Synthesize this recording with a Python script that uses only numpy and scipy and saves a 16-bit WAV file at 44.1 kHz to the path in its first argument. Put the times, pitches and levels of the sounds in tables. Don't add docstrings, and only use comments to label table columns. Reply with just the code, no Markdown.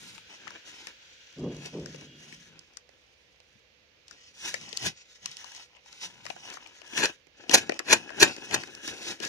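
import sys
import numpy as np
from scipy import signal
from scipy.fft import rfft, irfft
from scipy.io import wavfile

SR = 44100
rng = np.random.default_rng(int(sys.argv[2]) if len(sys.argv) > 2 else 0)


def wrap_up_sound(samples):
    columns = np.atleast_2d(samples).T
    tamed = np.clip(columns, -1, 1)
    steps = np.round(tamed * 32767).astype(np.int16)
    wavfile.write(sys.argv[1], SR, steps)


N = 409248
TIME = np.arange(N) / SR


def from_db(db):
    return 10 ** (np.asarray(db) / 20)


def unit_power(x):
    return x / np.sqrt(np.mean(x ** 2) + 1e-20)


def drift(per_s):
    steps = rng.standard_normal(4096)
    return np.interp(TIME * per_s, np.arange(len(steps)), steps)


def keep_band(x, hz, kind, order=2):
    return signal.sosfilt(signal.butter(order, hz, kind, fs=SR, output="sos"), x + 1e-18)


def colour(x, curve, keep_power=True, size=4096):
    known_hz, db = np.transpose(curve)
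    hz = np.fft.rfftfreq(size, 1 / SR)
    gain = from_db(np.interp(np.log(hz + 1), np.log(known_hz), db))
    cepstrum = irfft(np.log(unit_power(gain) if keep_power else gain))
    cepstrum[1:size // 2] *= 2
    cepstrum[size // 2 + 1:] = 0
    return signal.oaconvolve(x, irfft(np.exp(rfft(cepstrum))))[:N]


def resonate(x, hz, width_hz):
    r = np.exp(-np.pi * width_hz / SR)
    feedback = [1, -2 * r * np.cos(2 * np.pi * hz / SR), r * r]
    return (1 - r * r) / 2 * signal.lfilter([1, 0, -1], feedback, x + 1e-18)


def lean(pair, balance):
    return np.array([colour(ear, [(hz, side * db / 2) for hz, db in balance], keep_power=False)
                     for ear, side in zip(pair, (1, -1))])


def echoes(x, fade_s, gap_s, size=16384):
    t = np.arange(size) / SR
    tails = rng.standard_normal((2, size)) * from_db(-60 * t / fade_s) * (t > gap_s)
    return np.array([signal.oaconvolve(x, unit_power(tail) / np.sqrt(size))[:N] for tail in tails])


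def grains(per_s, spread_db):
    sizes = from_db(spread_db * np.minimum(rng.exponential(1, N), 4)) * rng.choice([-1, 1], N)
    return unit_power(sizes * (rng.random(N) < per_s / SR))


def jolts(rows):
    return np.sqrt(sum((from_db(db) / np.cosh(np.clip((TIME - s) / half_s, -50, 50))) ** 2
                       for s, db, half_s in rows))


def hold(start_s, length_s, attack_s=0.028, release_s=0.025):
    early = np.maximum(start_s - TIME, 0)
    late = np.maximum(TIME - start_s - length_s, 0)
    return np.exp(-np.minimum(early / attack_s + late / release_s, 30))


def swell(peak_s, rise_s, fall_s):
    return np.exp(-np.minimum(np.maximum((peak_s - TIME) / rise_s, (TIME - peak_s) / fall_s), 30))


# frequency in Hz, relative level in dB.
AIR_TONE = [(25, -26), (59, 0), (133, -6.5), (216, -10.5), (391, -10.5), (500, -1.5), (700, -14.5),
            (1000, -16.5), (1460, -18), (2400, -10.5), (3370, -14.5), (6500, -23), (8000, -42),
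            (15000, -37)]
# frequency in Hz, likeness (1 the same, 0 unrelated).
AIR_LIKENESS = [(60, 0.9), (180, 0.47), (550, 0.59), (1650, -0.28), (4970, 0.044), (15000, -0.02)]
# frequency in Hz, left over right in dB.
AIR_BALANCE = [(550, 1), (1650, -7.5), (5000, -13.5), (15000, 1)]


def room_air():
    shared, apart = [colour(noise, AIR_TONE) for noise in rng.standard_normal((2, N))]
    apart_curve = [(hz, 10 * np.log10((1 - alike) / (1 + alike))) for hz, alike in AIR_LIKENESS]
    apart = colour(apart, apart_curve, keep_power=False)
    return from_db(-67.5) * lean([shared + apart, shared - apart], AIR_BALANCE)


# time in seconds, level in dB.
WHIRR_LEVELS = [(0, -55), (1.2, -57), (2.3, -58.5), (2.8, -76), (4.1, -74), (9.28, -94.5)]
# frequency in Hz, relative level in dB.
WHIRR_TONE = [(1100, -22.5), (1480, -0.5), (2000, -5.5), (2400, -1), (2900, 0), (3600, -1.5), (4400, -6),
              (6500, -9), (9000, -31.5)]
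# peak time in seconds, relative level in dB, half-length in seconds.
SQUEAKS = [(1.48, -67.5, .08), (2.14, -67, 0.067)]


def whirr():
    level = from_db(np.interp(TIME, *np.transpose(WHIRR_LEVELS)))
    hiss = np.array([colour(noise, WHIRR_TONE) for noise in rng.standard_normal((2, N))])
    squeak = 0
    for hz in (2860, 3280):
        note = resonate(resonate(rng.standard_normal(N), hz, width_hz=120), hz, width_hz=120)
        squeak += unit_power(note) * from_db(2.6 * drift(7.1))
    return level * (hiss + from_db(-17) * squeak) + jolts(SQUEAKS) * squeak


# frequency in Hz, left over right in dB.
BOX_BALANCE = [(60, 3), (200, 10), (600, 4), (1300, 9), (2400, 4.5), (4400, -3.5), (8000, -2), (15000, 7.5)]


def from_box(x, turns_per_s, paths, lag_s=0.00017):
    direct = np.array([x, np.interp(TIME - lag_s, TIME, x)])
    upper = keep_band(x, 614, "high")
    shares = np.array([from_db(10 * drift(turns_per_s)) for _ in range(paths)])
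    shares /= np.sqrt(np.sum(shares ** 2, axis=0))
    scattered = sum(share * echoes(upper, fade_s=0.016, gap_s=0.0003, size=2048) for share in shares)
    return lean(direct + from_db(-0.5) * scattered, BOX_BALANCE)


# start and length in seconds, then the
# relative levels in dB of surface hiss, edge scrape and wall drumming.
RUBS = [(-0.02, .2, -52, -61.5, -60), (0.306, 0.057, -54, -72, -61.5), (0.416, .16, -57, -81, -55.5),
        (0.68, 0.21, -51, -68.5, -57.5), (1.024, 0.43, -61.5, -87, -72), (1.52, 0.16, -54.5, -75, -60.5),
        (1.736, 0.32, -54.5, -75, -63.5), (2.204, 0.14, -53, -68.5, -64), (2.36, 0.12, -58.5, -77, -73),
        (2.493, 0.13, -65, -84, -64), (2.64, 0.14, -68.5, -88, -71.5), (2.917, 0.68, -73.5, -89, -78),
        (4.1, 0.045, -54.5, -77, -65.5), (4.188, 0.098, -57.5, -84, -82), (4.51, 0.38, -48, -68, -58),
        (4.981, 0.035, -54.5, -95, -73), (5.094, 0.064, -56.5, -78, -88), (5.241, 0.1, -48.5, -69, -62),
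        (5.385, .24, -48.5, -66.5, -60), (5.724, .05, -68, -90, -63.5), (5.885, 0.061, -52, -71, -63.5),
        (6.11, .14, -60, -79, -60), (6.265, 0.045, -51, -65.5, -55), (6.366, 0.13, -53.5, -74, -56.5),
        (6.455, .11, -48.5, -64.5, -51.5), (6.63, 0.31, -56, -76.5, -58.5), (7.407, .035, -55, -80, -56),
        (7.627, .15, -52.5, -73, -50), (8.03, .12, -58.5, -78, -51), (8.316, 0.16, -50.5, -68, -51.5),
        (8.598, 0.21, -52, -67.5, -55)]
# peak time, rise and fall in seconds,
# then the relative levels in dB of surface hiss and wall drumming.
SLIDES = [(1.66, 0.031, 0.021, -42.5, -45.5), (4.465, 0.044, 0.057, -34, -49.5),
          (4.866, 0.038, 0.018, -27.5, -43.5), (6.04, 0.03, 0.028, -37, -48), (6.98, 0.034, .03, -31, -39),
          (7.05, .02, 0.03, -33, -37), (7.534, 0.015, 0.039, -27, -27), (7.93, .026, 0.039, -32, -31),
          (8.228, .026, 0.05, -28.5, -27.5), (8.45, 0.021, .015, -42, -45.5),
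          (8.544, 0.03, 0.038, -34, -33.5), (8.885, 0.045, 0.075, -37.5, -42),
          (9.112, 0.11, 0.029, -36.5, -41), (9.234, 0.015, 0.038, -32, -37)]


def friction(slide_edge_db=-16, resting_db=-81):
    strokes = [(hold(s, length_s), levels) for s, length_s, *levels in RUBS]
    strokes += [(swell(*timing), (hiss_db, hiss_db + slide_edge_db, wall_db))
                for *timing, hiss_db, wall_db in SLIDES]
    envelopes, levels_db = zip(*strokes)
    hiss, edge, wall = np.sqrt(from_db(levels_db).T ** 2 @ np.square(envelopes))
    resting = from_db(resting_db)
    return np.hypot(hiss, resting), edge, np.hypot(wall, resting)


# pitch in Hz, width in Hz.
CARD_PATCHES = [(1950, 200), (2550, 350), (3200, 770), (4000, 650), (4800, 1200), (5500, 410), (6300, 1740)]


def card_patches(grit):
    return sum((-1) ** k * from_db(2.7 * drift(12)) * resonate(grit, hz, width_hz)
               for k, (hz, width_hz) in enumerate(CARD_PATCHES))


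# time in seconds, the sticks' share from 0 to 1 (the rest is fingers).
STICK_SHARE = [(0, 0.5), (.9, 0.44), (4.2, 0.8), (4.4, 0.44), (4.9, 1), (5.1, 0.16), (5.7, 0), (6.0, 0.14),
               (6.8, 0.28), (7.4, 1), (9.28, 0.97)]
# frequency in Hz, relative level in dB.
SURFACE_TONE = [(900, -18), (1550, 2), (2500, 4), (3800, 6), (5200, 2), (6500, 8.5), (7200, 2.5),
                (8100, -21), (10500, -33.5), (15500, -37.5)]
EDGE_TONE = [(3000, -5.5), (6500, -1.5), (8000, 1), (10500, -6.5), (12000, -11), (15000, -22)]
STICK_WALL_TONE = [(40, -24), (90, -7), (200, -1.5), (330, 5.5), (500, 1), (680, 2.5), (820, -1),
                   (1250, -12), (1680, 5.5), (2100, -16.5), (2550, 2.5), (4000, -22), (9000, -54)]
FINGER_WALL_TONE = [(40, -9.5), (200, -24.5), (400, -7), (650, 1.5), (820, 3.5), (970, 6), (1200, -7),
                    (1700, -3.5), (3000, 2), (9000, -48)]


def rubbing():
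    hiss, edge, wall = friction()
    share = np.clip(np.interp(TIME, *np.transpose(STICK_SHARE)), 0, 1)
    grip = from_db(2.6 * drift(70))
    fine = grains(per_s=12000, spread_db=3.5) * hiss * grip
    gritty = grains(per_s=6200, spread_db=4.0) * hiss * grip
    sharp = rng.standard_normal(N) * edge * grip
    coarse = grains(per_s=900, spread_db=3.0) * wall * from_db(3.1 * drift(50))
    surface = from_db(-4.5) * colour(fine, SURFACE_TONE)
    patches = from_db(-1.5) * keep_band(card_patches(gritty), [1200, 7000], "band", order=5)
    scrape = from_db(1.5) * colour(sharp, EDGE_TONE)
    sticks = from_db(-0.5) * colour(coarse * np.sqrt(share), STICK_WALL_TONE)
    fingers = from_db(-2) * colour(coarse * np.sqrt(1 - share), FINGER_WALL_TONE)
    return from_box(surface + patches + scrape + sticks + fingers, turns_per_s=9, paths=6)


# peak time in seconds, relative level in dB, half-length in seconds.
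BUMPS = [(.06, -61.5, 0.079), (.48, -63, 0.042), (2.53, -66, .05), (3.56, -65, 0.006), (4.62, -61.5, 0.1),
         (4.87, -40.5, 0.017), (5.27, -65.5, 0.039), (6.07, -63, 0.028), (6.3, -64, 0.12),
         (7.0, -53, 0.022), (7.62, -55, 0.054), (7.97, -51.5, 0.032), (8.25, -44.5, 0.028),
         (8.56, -45.5, 0.025), (8.72, -64, 0.048), (8.92, -53.5, 0.011)]


def bumps():
    rumble = keep_band(rng.standard_normal(N), [90, 230], "band", order=3)
    thud = unit_power(rumble) * jolts(BUMPS)
    return lean([thud, thud], BOX_BALANCE)


TICK_OFFSETS_DB = [-2, -4.5, -1]


def card_ticks(per_s=5, count=60, thud_hz=750, knock_hz=2080, spread_db=2, left_db=6.5):
    rows = []
    moments = np.cumsum(rng.exponential(1 / per_s, count))
    for s, chance in zip(moments, rng.standard_normal((count, 5))):
        for start_s, length_s, hiss_db, _, wall_db in RUBS:
            if start_s < s < min(start_s + length_s, TIME[-1]):
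                pitches = np.array([thud_hz, knock_hz]) * 2 ** (0.23 * chance[:2])
                rub_db = np.array([wall_db, hiss_db, hiss_db])
                levels_db = rub_db + TICK_OFFSETS_DB + spread_db * chance[2:]
                rows.append((s, *pitches, *levels_db, left_db))
    return rows


# start in seconds, thud and knock pitch in Hz, relative levels of thud, knock and crack
# in dB, left over right in dB.
SNAPS = [(0.179, 790, 2380, -55, -50, -58, 13), (0.471, 970, 1900, -47.5, -59, -67, 19),
         (0.477, 460, 2100, -59, -38.5, -51, 8), (0.505, 970, 1520, -47.5, -48.5, -52.5, 10),
         (0.87, 724, 2020, -50, -39, -43, 5.5), (1.659, 370, 1710, -46, -55, -47, 7),
         (1.859, 400, 1740, -47, -44.5, -44, 5), (1.945, 447, 2400, -45, -48, -61, 7),
         (2.01, 230, 2100, -53, -50, -56, 4), (2.325, 261, 2080, -54, -43.5, -55, 7),
         (2.592, 300, 3100, -68, -59, -51, -9), (2.77, 980, 1540, -82, -51.5, -44.5, 12.5),
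         (2.891, 576, 2000, -63.5, -62, -66, -15), (3.402, 553, 2880, -65, -60, -67, -11),
         (4.081, 350, 2980, -72, -54, -51.5, 2), (4.11, 500, 1590, -67, -50, -51, 12),
         (4.541, 524, 1900, -39, -28.5, -35.5, 11), (4.728, 410, 2880, -50, -41, -45, 13.5),
         (4.772, 690, 2900, -56, -42, -30, 6), (5.258, 980, 2470, -49.5, -37.5, -33, 7.5),
         (5.314, 350, 2400, -75, -64, -46, 0), (5.369, 590, 3110, -72, -46, -43, -2),
         (5.443, 835, 2700, -48.5, -65, -50, 12.5), (5.766, 670, 2400, -66, -55, -70, 11),
         (5.859, 870, 2400, -62, -62, -66, 15), (6.253, 570, 2110, -45, -46, -49, 7),
         (6.264, 1110, 2000, -46, -39.5, -46, 9.5), (6.301, 690, 2430, -37, -34.5, -49.5, 11),
         (6.363, 640, 1500, -48, -54, -61, -10), (6.501, 980, 1700, -51.5, -54, -45.5, 6),
         (6.57, 798, 1810, -44, -45.5, -57, 8.5), (6.661, 920, 2380, -56.5, -47, -64, 14),
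         (6.816, 684, 2620, -53.5, -49, -58, 12), (6.932, 302, 2000, -46, -40.5, -55, 8.5),
         (6.976, 460, 2010, -47, -27.5, -39.5, 18.5), (7.056, 524, 1710, -47, -26.5, -29.5, 4),
         (7.269, 430, 2270, -64, -62, -71, -14), (7.4945, 410, 3000, -34, -29, -36, 13),
         (7.694, 436, 1790, -25.5, -27.5, -36, 8.5), (7.72, 450, 2290, -33, -31.5, -49, 6),
         (7.7917, 550, 1863, -44, -28.5, -32, 3), (7.799, 504, 1600, -45, -42.5, -57, 20),
         (8.092, 510, 1890, -55, -39.5, -61, 9.5), (8.103, 638, 1690, -43.5, -43, -54, 13),
         (8.364, 332, 1800, -53, -44, -45, 6), (8.51, 710, 2210, -54, -35.5, -43, 7),
         (8.635, 340, 1740, -59, -36.5, -44.5, 6), (8.75, 910, 2500, -65, -50, -44, 1),
         (8.877, 450, 1740, -65, -42, -35.5, -3), (9.201, 290, 2700, -42, -43, -46, 13),
         (9.25, 493, 1700, -54, -39, -35, 5)]


def snaps(crack_hz=5110, size=2048):
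    out = np.zeros((2, N + size))
    t = np.arange(size) / SR
    # width as a share of pitch, crunch time in seconds, gain in dB.
    notes = [(0.68, 0.0036, -1), (0.47, 0.0036, -4), (0.54, 0.0016, -0.5)]
    for s, thud_hz, knock_hz, *levels_db, left_db in SNAPS + card_ticks():
        snap = 0
        for (width, crunch_s, gain_db), hz, db in zip(notes, (thud_hz, knock_hz, crack_hz), levels_db):
            crunch = rng.standard_normal(size) + hz / 5000 * rng.standard_normal((2, size))
            contacts = 0.41 * crunch * (np.exp(-t / crunch_s) + from_db(-36) * np.exp(-t / 0.01))
            contacts[:, 0] = 1
            burst = resonate(resonate(contacts, hz, width * hz), hz, width * hz)
            snap += from_db(db + gain_db) * burst * np.sqrt(0.024 * SR / np.sum(burst ** 2))
        for ear, (side, lag_s) in enumerate([(1, 0.00068), (-1.06, 0.0000067)]):
            start = round((s + lag_s) * SR)
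            out[ear, start:start + size] += snap[ear] * from_db(side * left_db / 2)
    return out[:, :N]


# start and rise time in seconds, relative levels of boom and tail in dB.
BOOMS = [(1.36, 0.09, -35, -59), (1.718, .04, -38.5, -47)]


def boom_strength(fall_db_per_s, tail_db_per_s, hold_s=0.021, roll_s=0.875):
    power = 0
    waver = from_db(2.3 * drift(23))
    for s, rise_s, boom_db, tail_db in BOOMS:
        onset = np.clip((TIME - s) / rise_s, 0, 1)
        age = np.maximum(TIME - s - rise_s - hold_s, 0)
        boom = from_db(boom_db - fall_db_per_s * age)
        tail = from_db(tail_db - tail_db_per_s * age) * waver * hold(s, roll_s)
        power += onset ** 2 * (boom ** 2 + tail ** 2)
    return np.sqrt(power)


# frequency in Hz, relative level in dB.
BOOM_TONE = [(21, -64), (35, -23), (80, -10), (120, -9), (152, 7), (190, -3), (260, -0.5), (420, -2.5),
             (560, -9), (700, -19.5), (850, -24), (1200, -25), (2000, -80)]


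def far_booms():
    low = boom_strength(fall_db_per_s=75, tail_db_per_s=20)
    upper = from_db(1.9) * boom_strength(fall_db_per_s=160, tail_db_per_s=47)
    roll = colour(rng.standard_normal(N), BOOM_TONE)
    low *= unit_power(keep_band(roll, 220, "low", order=3))
    upper *= unit_power(keep_band(roll, 280, "high", order=3))
    return from_db(-2) * keep_band(low + upper, 1160, "low", order=4)


# pitch in Hz, width in Hz, relative level in dB.
BOX_NOTES = [(352, 540, -12), (455, 240, 3), (694, 37, 11), (794, 86, 16), (985, 27, -4), (1543, 130, -6),
             (1940, 33, -28), (2470, 34, 16), (2540, 130, -12), (3080, 530, -11), (3800, 200, -4),
             (5000, 100, 1), (4910, 160, 18), (5070, 78, -39), (5930, 230, 11), (6700, 220, 0),
             (6850, 130, -7), (7110, 180, 18)]


def box_ring(contacts):
    out, power = np.zeros(N), 0
    hits = np.flatnonzero(contacts)
    strengths = rng.standard_normal(N)
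    for k, (hz, width_hz, db) in enumerate(BOX_NOTES):
        push = np.zeros(N)
        push[hits] = contacts[hits] * strengths[hits - k]
        out += from_db(db) * resonate(push, hz, width_hz)
        power += from_db(db) ** 2 * np.pi * width_hz / SR
    return out / np.sqrt(power)


# peak time and half-length in seconds,
# then the relative levels in dB of stone on wall and stone on stone.
CLATTERS = [(4.486, 0.011, -43, -39.5), (4.863, 0.0091, -35.5, -32), (6.996, 0.01, -29, -31.5),
            (7.041, 0.011, -23.5, -31), (7.513, 0.0023, -28, -24.5), (7.544, 0.0037, -14, -9.5),
            (7.552, 0.0035, -18, -13.5), (7.579, 0.008, -29, -29), (7.92, 0.014, -22.5, -26),
            (7.931, 0.0039, -14.5, -11.5), (8.205, 0.0034, -31, -22), (8.216, 0.0046, -23.5, -22),
            (8.229, 0.0038, -11, -14), (8.24, 0.0077, -28, -30), (8.533, 0.0076, -35.5, -38.5),
            (8.545, 0.0026, -23, -20.5), (8.902, 0.012, -51, -60), (9.238, 0.013, -41, -51)]
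# frequency in Hz, relative level in dB.
THUMP_TONE = [(50, -18), (120, -15), (230, -4), (350, 2), (520, -0.5), (800, -0.5), (1050, -5),
              (1290, -12.5), (1700, 1), (2130, -6), (2550, 0.5), (3200, -5.5), (4500, -4), (9000, -47)]
CLINK_TONE = [(1200, -34), (2500, -13), (3700, 0), (4800, -3.5), (6000, 5), (7200, -3), (8200, -5),
              (11300, -13.5), (12500, -17.5), (15700, -31)]


def stick_clatter(extra_left_db=1.5):
    wall_jolts = jolts([(s, db, half_s) for s, half_s, db, _ in CLATTERS])
    stone_jolts = jolts([(s, db, half_s) for s, half_s, _, db in CLATTERS])
    on_wall = grains(per_s=3500, spread_db=4.0) * wall_jolts
    on_stone = grains(per_s=2700, spread_db=1.5) * stone_jolts
    thumps = from_db(-0.94) * colour(on_wall, THUMP_TONE)
    clinks = from_db(-2.5) * colour(on_stone, CLINK_TONE)
    ringing = from_db(-9) * box_ring(on_wall + on_stone)
    pair = from_box(thumps + clinks + ringing, turns_per_s=25, paths=4)
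    return pair * from_db([[extra_left_db / 2], [-extra_left_db / 2]])


def scene():
    box = rubbing() + snaps() + stick_clatter() + bumps()
    room_echo = echoes(keep_band(box[0], 5400, "low"), fade_s=0.12, gap_s=0.011)
    return box + from_db(-18.5) * room_echo + far_booms() + whirr() + room_air()


def record(dry):
    return keep_band(np.clip(dry, -1, 1), 15700, "low", order=20)


dry = scene()
out = record(dry)
wrap_up_sound(out)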